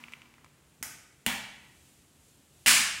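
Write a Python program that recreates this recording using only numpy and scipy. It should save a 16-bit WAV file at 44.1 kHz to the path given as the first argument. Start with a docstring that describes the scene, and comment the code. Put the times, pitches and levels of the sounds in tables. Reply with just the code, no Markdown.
"""Ice in a tumbler, more in the tray

Near the microphone an ice cube in a tumbler of juice clinks, as damped partials and a bright tick, then settles;
two-part ringing, tones plus fading noise, is left from its drop. A little further off, ice is handled, probably
in its tray: light clicks, hard knocks and dull bumps, then a crunch of random tiny fractures as cubes break loose.
A bare, ringing room, made of decaying noise, answers each one. Faint hum and hiss are steady coloured noise,
the hiss swelling and sinking."""
import sys
import numpy as np
from scipy import signal
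from scipy.fft import rfft, irfft
from scipy.io import wavfile

SR = 44100
rng = np.random.default_rng(int(sys.argv[2]) if len(sys.argv) > 2 else 0)


def unload_audio(sound):
    """Save the sound as a 16-bit wav file, at the path given as the first command line argument."""
    columns = np.transpose(np.atleast_2d(sound))
    # keep every value between -1 and 1, then stretch to whole-number steps
    steps = np.round(np.clip(columns, -1, 1) * 32767)
    wavfile.write(sys.argv[1], SR, steps.astype(np.int16))


N = 132300  # three seconds

# Decay of the room by pitch: f/Hz, t60/s
ROOM_DECAY = [(100, 0.64), (260, 0.75), (700, 0.76), (1900, 0.86), (4800, 0.7), (8000, 0.59), (13000, 0.4),
              (16000, 0.36)]
ROOM_GAP_S, ROOM_BUILD_S = 0.0026, 0.0022  # silence before the echo, then its rise

# Colour of the room hum: f/Hz, relative level/dB per Hz
HUM_COLOUR = [(25, -52), (45, -6), (75, 3.5), (105, -7), (140, 4), (190, -6), (290, -4.5), (450, -11.5),
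              (1000, -17), (2800, -19), (5000, -34), (15000, -34.5)]
HUM_DB = -64
# Colour of the hiss: f/Hz, relative level/dB per Hz
HISS_COLOUR = [(100, 12), (1500, -15.5), (2900, 0.5), (4000, -0.5), (5500, -1.5), (7500, 3.5),
               (11000, -1.5), (15500, -10.5)]
# Swell of the hiss: t/s, level/dB
HISS_SWELL = [(0, -75), (.7, -68), (1.2, -68), (1.75, -64), (1.88, -62), (2.1, -66.5), (2.3, -63),
              (2.47, -66.5), (2.63, -62), (3, -54)]

# Tones still ringing from the drop: f/Hz, level/dB, t60/s
DROP_TONES = [(238, -57.5, 1.5), (2040, -63, 0.82), (2220, -69, 0.5)]
# Colour of the drop's echo in the room: f/Hz, relative level/dB per Hz
DROP_ECHO_COLOUR = [(300, -14), (700, -12), (950, -2.5), (1700, -6), (2500, -6), (3800, -12.5), (8000, -17),
                    (15000, -24)]
DROP_ECHO_DB, DROP_FADE_DB_PER_S = -56.5, 27.5

# Taps of the cube on the glass: t/s, level/dB, pitch f/Hz, then relative to the tap: low partial/dB, tick/dB
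GLASS_TAPS = [(0.0385, -29.5, 2450, -15, -17.5), (0.083, -37, 2250, -7, -16), (0.122, -44, 2240, -3, 2),
              (0.127, -42, 2290, -14, -5), (0.1353, -27.5, 2420, -16, -15), (0.218, -40, 2450, -14, -7.5),
              (0.257, -48, 2400, -7, -17), (0.3397, -46, 2400, -8, -5), (0.382, -49.5, 1870, 0.5, -8),
              (0.445, -47, 2220, 4.5, 2.5), (0.462, -50, 2100, 1, -11)]
# Partials of each tap: ratio to its pitch, relative level/dB, t60/s
TAP_PARTIALS = [(.87, -4.5, .012), (1, 1, 0.007), (1.17, 0, 0.0056), (1.38, -6.5, 0.0036)]
# Colour of the bright contact tick: f/Hz, response/dB
TICK_COLOUR = [(100, -10), (900, 8), (2800, 14), (4500, 12), (8000, 12.5), (15000, -2)]
CLINK_LOW_HZ, CLINK_LOW_T60_S, CLINK_WET_DB = 1170, 0.009, -13.5
TABLE_ECHO_S, TABLE_ECHO_DB = 0.00301, -7.5

# Soft bumps of the tray on its surface: t/s, level/dB, f/Hz, t60/s
TRAY_BUMPS = [(0.8123, -37, 165, 0.016), (0.828, -51.5, 262, 0.057), (1.266, -25, 217, 0.055)]
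BUMP_WET_DB = -8

# Light clicks of ice in the tray: t/s, burst length/s, crack gain/dB, ping gain/dB
ICE_CLICKS = [(0.827, 0.0029, -5.5, -42), (0.8325, 0.00043, -16, -54), (0.8353, 0.00089, -15.5, -39)]
# Colour of a click's crack: f/Hz, response/dB
CLICK_COLOUR = [(60, -3.5), (250, -4), (480, -11.5), (800, -3.5), (1100, -4.5), (1400, 1.5), (2000, 3),
                (2900, -3.5), (4200, -9), (5300, -0.5), (6900, 1.5), (9000, -0.5), (12700, -2), (15500, -7)]
# Brief ping under a click: f/Hz, relative level/dB, t60/s
CLICK_PING = [(2070, 0.0049, 0.032)]
CLICK_WET_DB = 0.5

# Hard knocks of ice in the tray:
# t/s, burst length/s, crack gain/dB, treble tilt/dB per octave, body gain/dB, thump gain/dB
TRAY_KNOCKS = [(1.2638, 0.00196, 3.5, 1, -14.5, -27.5), (1.2805, 0.0026, -19.5, -2.5, -26, -58),
               (1.287, 0.0014, -9, -2.5, -30, -58), (2.661, 0.0027, -1.5, 0, -13.5, -58),
               (2.6672, 0.0016, -0.5, 7, -13.5, -31), (2.680, 0.0017, 3, 6.5, -13, -50),
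               (2.722, 0.002, -12, -2, -35, -45), (2.7945, 0.00042, -22, 1, -24, -46)]
# Colour of a knock's crack: f/Hz, response/dB
CRACK_COLOUR = [(60, 12.5), (250, -7), (500, -5.5), (850, 2.5), (1200, -4.5), (1700, 2), (2300, 3.5),
                (3500, -1.5), (5200, -11.5), (7000, -3), (9000, 1.5), (11000, -6.5), (13200, -5),
                (16000, -8.5)]
# Short ring of ice and tray: f/Hz, relative level/dB, t60/s
BODY_MODES = [(1500, -14.5, .010), (2100, -7.5, 0.02), (2420, -10.5, 0.016), (2853, 1, 0.012)]
# Thump of the surface under the tray: f/Hz, relative level/dB, t60/s
THUMP_MODES = [(106, -28, 0.051), (197, -19, 0.88), (242.5, -5, 0.33)]
# Colour of a knock's echo: f/Hz, response/dB
KNOCK_ECHO_COLOUR = [(110, -4.5), (300, 0), (700, 1.5), (1000, 5), (1600, 4), (2100, 5.5), (2900, 5.5),
                     (3900, 3.5), (5000, 7), (9000, -5), (14000, -1.5)]
KNOCK_WET_DB = 1.5

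# Force of the fracturing: t/s, level/dB
FRACTURE_FORCE = [(2.661, -20), (2.668, -22.5), (2.678, -14), (2.695, -18), (2.715, -20.5), (2.76, -26.5),
                  (2.80, -31), (2.83, -44), (2.95, -76)]
# Colour of the crunch: f/Hz, response/dB
CRUNCH_COLOUR = [(50, -8.5), (120, -10), (250, -10), (400, -20.5), (750, -10), (1000, -5.5), (1400, 1.5),
                 (2000, 5), (2800, 5), (3700, -0.5), (4800, 2.5), (6400, 0.5), (7500, 3), (9400, 0.5),
                 (11800, -5.5), (12700, -8.5), (13800, -16), (15500, -8)]
# Longer tones that the crunch wakes: f/Hz, level/dB, t60/s
CRUNCH_TONES = [(1156, -40, 0.65), (1518, -33.5, 0.76), (1670, -35, 0.88), (1793, -30, 0.78),
                (2000, -53, 0.43), (2000, -26.5, 0.32), (2240, -34, .5), (2420, -23.5, 0.26),
                (2790, -38.5, 0.84), (3080, -35, 0.99), (5916, -46, 0.3), (6398, -47, .5),
                (6570, -34, 0.71), (9950, -26, 0.33)]
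CRUNCH_PER_S, CRUNCH_SCATTER_DB = 4000, 4.5  # fractures of all cubes together, spread of their sizes
CRUNCH_WET_DB, CRUNCH_TONES_S = -0.5, 2.677

# Recorder: bass cut, peak ceiling (full scale = 1), top of the treble
LOW_CUT_HZ, HEADROOM, TOP_HZ = 51, .55, 15750


def amp(db):
    """Decibels to gain."""
    return 10 ** (np.asarray(db) / 20)


def clock():
    """Time of every sample in seconds."""
    return np.arange(N) / SR


def at_hz(points, f):
    """Read a table over log frequency."""
    hz, value = np.array(points, float).T
    return np.interp(np.log(np.maximum(f, 1)), np.log(hz), value)


def colour(x, points, tilt_db=0):
    """Causal minimum-phase filter of a (f/Hz, response/dB) table, tilted above 1 kHz about 6 kHz."""
    size = 4096
    f = np.maximum(np.fft.rfftfreq(size, 1 / SR), 1)
    octaves = np.log2(np.maximum(f, 1000) / 6000)
    cepstrum = irfft(np.log(amp(at_hz(points, f) + tilt_db * octaves)))
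    # folding the cepstrum forward in time makes the filter causal
    cepstrum[1:size // 2] *= 2
    cepstrum[size // 2 + 1:] = 0
    impulse = irfft(np.exp(rfft(cepstrum)))
    return signal.fftconvolve(x, impulse)[:len(x)]


def noise(points):
    """Coloured noise of unit level."""
    x = colour(rng.standard_normal(N), points)
    return x / x.std()


def ring(modes, length_s=1):
    """Damped sines of a struck thing; neighbours in the table start in opposite directions."""
    t = np.arange(int(length_s * SR)) / SR
    out = np.zeros(len(t))
    for k, (hz, db, t60) in enumerate(modes):
        decay = amp(db - 60 * t / t60)
        out += (-1) ** k * decay * np.sin(2 * np.pi * hz * t)
    return out


def snap(length_s, size=4096):
    """A brittle contact: a brief random burst of unit energy with a nearly even spectrum."""
    fade = np.exp(-(np.arange(size) / SR / length_s / 2) ** 2)
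    x = rng.standard_normal(size) * fade
    for _ in range(2):  # flatten the spectrum, then shorten the burst again
        spectrum = rfft(x)
        x = irfft(spectrum / (abs(spectrum) + 1e-12)) * np.sqrt(fade)
    return x / np.linalg.norm(x)


def add(track, start_s, x):
    """Mix a sound into a track."""
    i = max(int(start_s * SR), 0)
    track[i:i + len(x)] += x[:N - i]


def room(x):
    """Diffuse echo: bands of noise of unit total energy, each with its own decay; the top treble dies first."""
    t = np.arange(SR) / SR
    spectrum = rfft(rng.standard_normal(SR))
    f = np.fft.rfftfreq(SR, 1 / SR)
    tail = np.zeros(SR)
    for k, (_, t60) in enumerate(ROOM_DECAY):
        # each band fades over into its neighbours
        share = at_hz([(row[0], j == k) for j, row in enumerate(ROOM_DECAY)], f)
        tail += irfft(spectrum * share) * np.exp(-np.log(1000) * t / t60)
    tail *= np.clip((t - ROOM_GAP_S) / ROOM_BUILD_S, 0, 1)
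    return signal.fftconvolve(x, tail / np.linalg.norm(tail))[:N]


def background():
    """Room tone: steady low-pitched hum noise under a faint hiss that swells and sinks."""
    hum = amp(HUM_DB) * noise(HUM_COLOUR)
    hiss_gain = amp(np.interp(clock(), *np.array(HISS_SWELL).T))
    return hum + hiss_gain * noise(HISS_COLOUR)


def drop_tail():
    """The last of the drop: damped tones of the glass over fading noise from the room."""
    out = amp(DROP_ECHO_DB - DROP_FADE_DB_PER_S * clock()) * noise(DROP_ECHO_COLOUR)
    add(out, 0, ring(DROP_TONES))
    return out


def clinks():
    """The floating cube taps the glass close by; the juice damps each tap at once and the table mirrors it."""
    taps = np.zeros(N)
    for s, db, hz, low_db, tick_db in GLASS_TAPS:
        modes = [(CLINK_LOW_HZ, low_db, CLINK_LOW_T60_S)]
        modes += [(hz * ratio, part_db, t60) for ratio, part_db, t60 in TAP_PARTIALS]
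        add(taps, s, amp(db) * ring(modes, length_s=.1))
        add(taps, s, amp(db + tick_db) * colour(snap(0.0013), TICK_COLOUR))
    out = taps.copy()
    add(out, TABLE_ECHO_S, amp(TABLE_ECHO_DB) * taps)
    return out + amp(CLINK_WET_DB) * room(out)


def bumps():
    """The tray bumps its surface around the clicks and first knock: single low, damped sines with an echo."""
    out = np.zeros(N)
    for s, db, hz, t60 in TRAY_BUMPS:
        add(out, s, ring([(hz, db, t60)]))
    return out + amp(BUMP_WET_DB) * room(out)


def clicks():
    """A cube clicks against the tray and bounces: a brief damped ping, and a crack that echoes in the room."""
    cracks, pings = np.zeros(N), np.zeros(N)
    for s, length_s, crack_db, ping_db in ICE_CLICKS:
        add(cracks, s, amp(crack_db) * colour(snap(length_s), CLICK_COLOUR))
        add(pings, s, amp(ping_db) * ring(CLICK_PING, length_s=.1))
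    return pings + cracks + amp(CLICK_WET_DB) * room(cracks)


def knocks():
    """Each knock is a bright, echoing crack, a short ring of ice and tray and a thump of the surface below."""
    cracks, rings = np.zeros(N), np.zeros(N)
    body, thump = ring(BODY_MODES, length_s=.1), ring(THUMP_MODES)
    for s, length_s, crack_db, tilt_db, body_db, thump_db in TRAY_KNOCKS:
        add(cracks, s, amp(crack_db) * colour(snap(length_s), CRACK_COLOUR, tilt_db))
        add(rings, s, amp(body_db) * body)
        add(rings, s, amp(thump_db) * thump)
    echo = room(colour(cracks, KNOCK_ECHO_COLOUR))
    return cracks + rings + amp(KNOCK_WET_DB) * echo


def crunch(count=4):
    """Cubes break loose at once: each a run of tiny random fractures with its own echo; some tones ring on."""
    t = clock()
    force = amp(np.interp(t, *np.array(FRACTURE_FORCE).T)) * (t > FRACTURE_FORCE[0][0])
    out = np.zeros(N)
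    for _ in range(count):
        scatter = CRUNCH_SCATTER_DB * np.clip(rng.standard_normal(N), -2, 2)
        sizes = rng.choice([-1, 1], N) * amp(scatter)
        cracks = (rng.random(N) < CRUNCH_PER_S / count / SR) * sizes
        cube = colour(force * cracks / cracks.std(), CRUNCH_COLOUR) / np.sqrt(count)
        out += cube + amp(CRUNCH_WET_DB) * room(cube)
    add(out, CRUNCH_TONES_S, ring(CRUNCH_TONES))
    return out


def scene():
    """All sources, near and further off, at one microphone."""
    tumbler = drop_tail() + clinks()
    tray = bumps() + clicks() + knocks() + crunch()
    return (background() + tumbler + tray)[None]


def record(dry):
    """The recorder rounds the loudest peaks, thins the deep bass and cuts the top."""
    rounded = HEADROOM * np.tanh(dry / HEADROOM)
    bass_cut = signal.butter(3, LOW_CUT_HZ, "high", fs=SR, output="sos")
    top_cut = signal.ellip(10, .2, 80, TOP_HZ, fs=SR, output="sos")
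    return signal.sosfilt(top_cut, signal.sosfilt(bass_cut, rounded))


dry = scene()
out = record(dry)
unload_audio(out)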